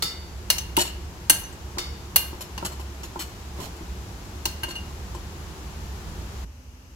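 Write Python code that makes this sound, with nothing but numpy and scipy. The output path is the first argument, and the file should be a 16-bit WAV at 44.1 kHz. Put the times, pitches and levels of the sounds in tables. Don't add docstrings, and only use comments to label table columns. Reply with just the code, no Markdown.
import sys
import numpy as np
from scipy import signal
from scipy.fft import rfft, irfft, next_fast_len
from scipy.io import wavfile

SR = 44100
rng = np.random.default_rng(int(sys.argv[2]) if len(sys.argv) > 2 else 0)


def bounce(signal):
    frames = np.transpose(np.atleast_2d(signal))
    limited = np.clip(frames, -1, 1)
    pcm = np.round(limited * 32767).astype(np.int16)
    wavfile.write(sys.argv[1], SR, pcm)


N = 306495

# [t/s, attack level/dB, factor on the mode t60s, f/Hz favoured by the contact spot]
BOWL_CLINKS = [(.5012, -9.5, 0.37, 5070), (.582, -23, 0.33, 5730), (.767, -15, 0.34, 3140),
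               (1.297, -6.5, 0.61, 8300), (2.1595, -8, 0.43, 12700), (2.578, -31.5, 0.26, 5240),
               (4.4545, -17.5, 0.3, 5360), (4.633, -26, 0.64, 2010), (4.708, -36.5, .7, 4350),
               (4.754, -39, .99, 4300)]
# [f/Hz, relative level/dB, t60/s before the clink's factor]
BOWL_MODES = [(640, -17, .05), (900, -15, .05), (1590, -11, .075), (2120, -13, .06), (2835, 1, .11),
              (2980, -6, .06), (4340, 0, .08), (5350, -13, .05), (6145, -2.5, .08), (7250, -13, .04),
              (8165, -3, .07), (9460, -1.5, .055), (10370, 0, .06), (10850, -6, .05), (11635, 2, .055),
              (12880, 1, .06), (14480, -2, .055), (15550, 0, .06)]
# [t/s, attack level/dB, factor on the mode t60s, f/Hz favoured by the contact spot]
POT_TINKS = [(.0228, -24, 0.79, 4470), (1.783, -29.5, 0.73, 5700)]
# [f/Hz, relative level/dB, t60/s before the tink's factor]
STEEL_MODES = [(470, -17, .9), (1320, -7, .18), (2030, -14, .6), (2164, -14, .6), (2891, -10, .6),
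               (3623, -2, .4), (4420, 2, .15), (4544, -12, .8), (4608, -11, .9), (4651, -11, .8),
               (5233, -4, .38), (5453, -13, .5), (5975, -7, .16), (6239, -14, .35), (6794, -9, .3),
               (7192, -11, .22), (7779, -9, .2), (10660, -13, .2), (12800, -9, .18), (15300, -9, .14)]
# [f/Hz, relative level/dB per Hz]
CLASH_SPECTRUM = [(150, -20), (600, -2.5), (2000, -0.5), (4200, 4), (5200, 2), (7500, 3), (8900, 0.5),
                  (11000, 3.5), (16000, -2)]
# [t/s, level/dB of the main tone, f/Hz of the mode]
RIM_RINGS = [(0.504, -29, 4320), (.583, -27.5, 6145), (0.867, -36, 2826), (1.436, -32.5, 6120),
             (2.162, -23, 2826), (4.637, -30.5, 2840), (4.755, -31.5, 2826)]
# [t/s, level/dB, hardness as the f/Hz above which the blow fades]
FOOD_KNOCKS = [(.025, -19.5, 280), (.776, -14, 1200), (1.305, -22, 600), (1.772, -27.5, 1830),
               (2.33, -25, 470), (2.578, -23.5, 650), (2.626, -24.5, 1250), (3.158, -24.5, 1200),
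               (3.587, -20.5, 340), (3.808, -18, 200), (4.456, -22.5, 1020), (4.634, -29, 1300),
               (5.146, -34.5, 1400)]
# [f/Hz, relative level/dB, t60/s]
TABLE_MODES = [(180, -8, 0.13), (319.4, -4.5, 0.14), (353.2, -2, 0.2), (593, -4, 0.083), (822, -3.5, 0.097),
               (929.5, 5.5, 0.071), (1034, 3, 0.1), (1360, -3, 0.055)]
# [t/s, rms level/dB of the steady stroke, length/s, L-R level/dB]
TIP_SCRAPES = [(.785, -21.5, 0.036, 2.5), (0.851, -38, 0.036, 4), (2.407, -34.5, 0.017, 3.5),
               (2.648, -27, 0.015, 2.5), (2.716, -47, 0.018, 8), (2.796, -45.5, .018, 6),
               (3.032, -38.5, 0.019, 1.5), (3.191, -31, 0.033, 2.5), (3.6, -46.5, 0.061, -15),
               (4.683, -39.5, 0.027, -1), (5.145, -47, 0.013, 10)]
# [f/Hz, relative level/dB per Hz]
RASP_SPECTRUM = [(290, -42.5), (500, -6), (933, -4.5), (2040, -6.5), (2850, -1.5), (3650, -5.5), (4210, -9),
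                 (6230, -8), (7000, -5), (9360, -13), (10400, -4.5), (13400, -15), (16000, -42)]
# [f/Hz, relative level/dB, t60/s before the scrape's factor]
ARM_MODES = [(2975, -7, 0.13), (4270, 5.5, 0.034), (5480, -1.5, .04), (6946, -2.5, 0.084), (7710, 1, 0.037),
             (10500, -24.5, 0.014), (13100, -1, 0.028), (13700, -29, 0.031), (14100, -3, 0.034)]
# [t/s of the middle, rms level/dB at the peak, half length/s]
FOOD_SLIDES = [(2.652, -44.5, 0.1), (3.628, -38, 0.061)]
# [f/Hz, relative level/dB per Hz]
SQUISH_SPECTRUM = [(80, 8), (250, -1), (950, -1), (1600, -9), (6000, -14.5), (15000, -22)]
# [centre f/Hz, half width f/Hz, rms level/dB before the stereo lean]
HUM_BANDS = [(68.3, 2.54, -41.5), (47.3, 4.5, -51), (99.6, 13.4, -48), (358.3, 22, -56.5)]
# [f/Hz, relative level/dB per Hz]
RUMBLE_SPECTRUM = [(12, -49), (20, -17.5), (48, -4.5), (60, 5), (76, 2.5), (97, -13.5), (189, -11),
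                   (220, -16), (290, -50), (480, -120)]
# [t/s, level/dB]
RUMBLE_COURSE = [(0.0, -44.5), (0.42, -41), (3.04, -45), (5.0, -39), (5.73, -41), (6.17, -37), (6.35, -40)]
# [f/Hz, relative level/dB per Hz]
AIR_SPECTRUM = [(76, -32), (130, -4.5), (194, -3.5), (228, -10.5), (356, -7), (565, -15), (863, -11.5),
                (2050, -20), (2950, -20.5), (3460, -22), (5620, -22.5), (7300, -23.5), (8740, -32.5),
                (11600, -28.5), (16000, -37.5)]
# [f/Hz, relative level/dB per Hz]
QUIET_SPECTRUM = [(15, -46), (25, -41.5), (59, 7), (161, -20), (256, -12.5), (293, -21.5), (734, -28.5),
                  (863, -25.5), (2000, -33), (2840, -29), (3520, -37.5), (6050, -31), (9320, -44),
                  (12500, -39), (16000, -52)]
# [f/Hz, L-R level/dB]
BACKGROUND_LEAN = [(60, -1.0), (180, -0.5), (550, -0.5), (1650, 3), (4970, 2.5), (15000, 2)]
# [f/Hz, correlation]
STEREO_LIKENESS = [(60, 0.98), (150, 0.96), (380, 0.92), (950, 0.24), (2380, -1.76), (5980, -0.83),
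                   (15000, 0.099)]
# [f/Hz, t60/s]
KITCHEN_T60 = [(200, 0.45), (1000, 0.64), (3000, 0.48), (8000, 0.31), (15000, 0.31)]

CLASH_DB = -5
FIRM_TILT_DB, LIGHT_TILT_DB, FIRM_RANGE_DB = -1.4, -6.5, 0.5
TONGS_PAN_DB = 1
RIM_T60_CYCLES = 820
RIM_TWIN_DB, RIM_TWIN_HZ = -8.5, 40
SETTLE_S, SETTLE_DB, SETTLE_HZ = .019, 14, 60
LANDING_DB, LANDING_GROWS, LANDING_HZ = -25, 0.21, 1400
BRUSH_SPAN_S = (1, 4.9)
BRUSH_DB, BRUSH_S, BRUSH_PAN_DB = -50.5, .007, 11
RUMBLE_TRIM_DB, RUMBLE_SWING = -40.5, 1.4
AIR_DB, AIR_RISE_DB_PER_S = -44.5, 0.4122
DROP_S = 6.44
TOP_HZ = 15900


def amp(db):
    return 10 ** (np.asarray(db) / 20)


def unit(x):
    return x / np.sqrt(np.mean(x ** 2) + 1e-20)


def along(points, hz):
    f, value = np.transpose(points)
    return np.interp(np.log(hz + 1), np.log(f + 1), value)


def filtered(x, response):
    n = x.shape[-1]
    padded = next_fast_len(n + 8192)
    hz = np.fft.rfftfreq(padded, 1 / SR)
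    return irfft(rfft(x, padded) * response(hz), padded)[..., :n]


def coloured(x, spectrum):
    return unit(filtered(x, lambda hz: amp(along(spectrum, hz))))


def add(track, s, sound, pan_db=0):
    part = track[:, round(s * SR):][:, :sound.shape[1]]
    panned = sound * amp([[pan_db / 2], [-pan_db / 2]])
    part += panned[:, :part.shape[1]]


def room_noise(gain):
    def mid_side_gain(hz):
        turn = np.arccos(np.clip(along(STEREO_LIKENESS, hz), 0, 1)) / 2
        return gain(hz) * [np.cos(turn), np.sin(turn)]

    mid, side = filtered(rng.standard_normal((2, N)), mid_side_gain)
    return unit(np.array([mid + side, mid - side]))


def in_kitchen(sound, wet_db, build_s=0.0023, delay_s=.012):
    hz, t, z = signal.stft(rng.standard_normal((2, SR // 2)), SR, nperseg=256)
    decay = amp(-60 * t / along(KITCHEN_T60, hz)[:, None])
    build = 1 - np.exp(-t / build_s)
    tail = signal.istft(z * decay * build, SR, nperseg=256)[1]
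    tail = np.pad(tail, ((0, 0), (round(delay_s * SR), 0)))
    wet = signal.fftconvolve(sound, tail / np.linalg.norm(tail[0]), axes=1)
    return sound + amp(wet_db) * wet[:, :sound.shape[1]]


def ring(modes, t, length, split, scatter_db, settle_s=0):
    hz, db, t60 = np.transpose(modes)[:, :, None]
    gain = amp(db + scatter_db * rng.standard_normal((2, len(modes), 1)))
    lobe = rng.choice([-1, 1], hz.shape) * np.array([1, -1])[:, None, None] / 8
    phase = 2 * np.pi * (hz * t + rng.random(hz.shape) + lobe)
    beat_hz = split * np.sqrt(hz) * rng.standard_normal(hz.shape)
    pair = np.sin(phase) + .5 * np.cos(phase + 2 * np.pi * beat_hz * t)
    damped_s = t - settle_s * np.tanh(t / (settle_s + 1e-9))
    decay = amp(-60 * damped_s / (t60 * length))
    return np.sum(gain * decay * pair, axis=1) / np.linalg.norm(amp(db))


def strikes(rows, modes, crack_db, crack_t60, rise_s, wet_db, split, favour_db, settle_s, firm_db):
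    out, t = np.zeros((2, N)), np.arange(SR * 2 // 3) / SR
    for s, db, length, spot_hz in rows:
        noise = coloured(rng.standard_normal((2, len(t))), CLASH_SPECTRUM)
        clash = amp(crack_db - 60 * t / crack_t60) * noise
        hit = ring(modes, t, length, split, scatter_db=1.1, settle_s=settle_s * length) + clash
        firmness = .5 + .5 * np.tanh((db - firm_db) / FIRM_RANGE_DB)
        bright_db = LIGHT_TILT_DB + firmness * (FIRM_TILT_DB - LIGHT_TILT_DB)

        def contact(hz):
            tilt = bright_db * np.log2(np.maximum(hz, 1500) / 6000)
            spot = favour_db * np.exp(-(np.log2((hz + 1) / spot_hz) / 0.47) ** 2)
            return amp(tilt + spot)

        hit = filtered(hit, contact)
        attack = 1 - np.exp(-t / rise_s)
        add(out, s, in_kitchen(amp(db) * hit * attack, wet_db), TONGS_PAN_DB)
    return out


def rim():
    out, t = np.zeros((2, N)), np.arange(SR // 2) / SR
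    for s, level_db, hz in RIM_RINGS:
        phase = 2 * np.pi * hz * t + np.array([[0], [1.2]])
        twin = np.sin(phase - 2 * np.pi * (RIM_TWIN_HZ * t + rng.random()))
        pair = np.sin(phase) + amp(RIM_TWIN_DB) * twin
        tone = amp(-60 * hz * t / RIM_T60_CYCLES) * (1 - np.exp(-t / 0.002)) * pair
        add(out, s, in_kitchen(amp(level_db) * tone, wet_db=-23))
    return out


def knocks():
    out, t = np.zeros((2, N)), np.arange(SR // 3) / SR
    settles = [(s + SETTLE_S, db + SETTLE_DB, SETTLE_HZ) for s, db, _ in FOOD_KNOCKS]
    landings = [(s, LANDING_DB + LANDING_GROWS * db, LANDING_HZ) for s, db, _, _ in TIP_SCRAPES]
    for s, db, hard_hz in [*FOOD_KNOCKS, *settles, *landings]:
        attack = 1 - np.exp(-t / 0.00045)
        mid, side = ring(TABLE_MODES, t, 1, split=1.44, scatter_db=3.5) * attack
        side = filtered(side, lambda hz: np.minimum(hz / 950, 1) ** 2)
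        blow = filtered(np.array([mid + side, mid - side]), lambda hz: 1 / (1 + 1j * hz / hard_hz) ** 2)
        add(out, s, in_kitchen(amp(db) * blow, wet_db=-20.5))
    return out


def scrapes(slips_per_s=4000, rise_s=0.00061, fall_t60=0.075, arms_db=1.0):
    out, t = np.zeros((2, N)), np.arange(SR // 2) / SR
    for s, db, length, pan_db in [*TIP_SCRAPES, *brushes(count=4)]:
        slips = (rng.random(len(t)) < slips_per_s / SR) * rng.standard_normal(len(t))
        arms = ring(ARM_MODES, t, 0.39, split=0.64, scatter_db=-4.5)
        grit = coloured(rng.standard_normal((2, len(t))) * amp(-60 * t / 0.031), RASP_SPECTRUM)
        one_slip = grit + amp(arms_db) * unit(arms)
        rasp = unit(signal.fftconvolve(slips[None], one_slip, axes=1)[:, :len(t)])
        stroke = (1 - np.exp(-t / rise_s)) * amp(-60 * np.maximum(t - length, 0) / fall_t60)
        add(out, s, in_kitchen(amp(db) * stroke * rasp, wet_db=-12), pan_db)
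    return out


def brushes(count):
    return [(s, BRUSH_DB, BRUSH_S, BRUSH_PAN_DB) for s in rng.uniform(*BRUSH_SPAN_S, count)]


def slides():
    t = np.arange(N) / SR
    swell = sum(amp(db) * np.exp(-((t - s) / half) ** 2) for s, db, half in FOOD_SLIDES)
    return swell * room_noise(lambda hz: amp(along(SQUISH_SPECTRUM, hz)))


def motor_drone():
    return sum(amp(db) * room_noise(lambda hz: 1 / (1 + ((hz - centre) / width) ** 2))
               for centre, width, db in HUM_BANDS)


def background():
    t = np.arange(N) / SR
    course_db = np.interp(t, *np.transpose(RUMBLE_COURSE))
    rumble_db = RUMBLE_TRIM_DB + RUMBLE_SWING * (course_db - course_db.mean())
    drone = motor_drone()
    rumble = amp(rumble_db) * room_noise(lambda hz: amp(along(RUMBLE_SPECTRUM, hz)))
    air = amp(AIR_DB + AIR_RISE_DB_PER_S * t) * room_noise(lambda hz: amp(along(AIR_SPECTRUM, hz)))
    quiet = amp(-43.5) * room_noise(lambda hz: amp(along(QUIET_SPECTRUM, hz)))
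    after = np.clip((t - DROP_S) / .015, 0, 1)
    both = (1 - after) * (drone + rumble + air) + after * quiet
    return filtered(both, lambda hz: amp(along(BACKGROUND_LEAN, hz) * np.array([[.5], [-.5]])))


def scene():
    bowl = strikes(BOWL_CLINKS, BOWL_MODES, crack_db=CLASH_DB, crack_t60=0.085, rise_s=0.0005,
                   wet_db=-11.0, split=0.83, favour_db=5.5, settle_s=0.015, firm_db=-25.5)
    pot = strikes(POT_TINKS, STEEL_MODES, crack_db=4.5, crack_t60=0.092, rise_s=0.00055,
                  wet_db=-7.5, split=0.368, favour_db=4.0, settle_s=0, firm_db=-29.5)
    return bowl + rim() + pot + knocks() + scrapes() + slides() + background()


def record(dry):
    return filtered(np.clip(dry, -1, 1), lambda hz: 1 / np.sqrt(1 + (hz / TOP_HZ) ** 120))


dry = scene()
out = record(dry)
bounce(out)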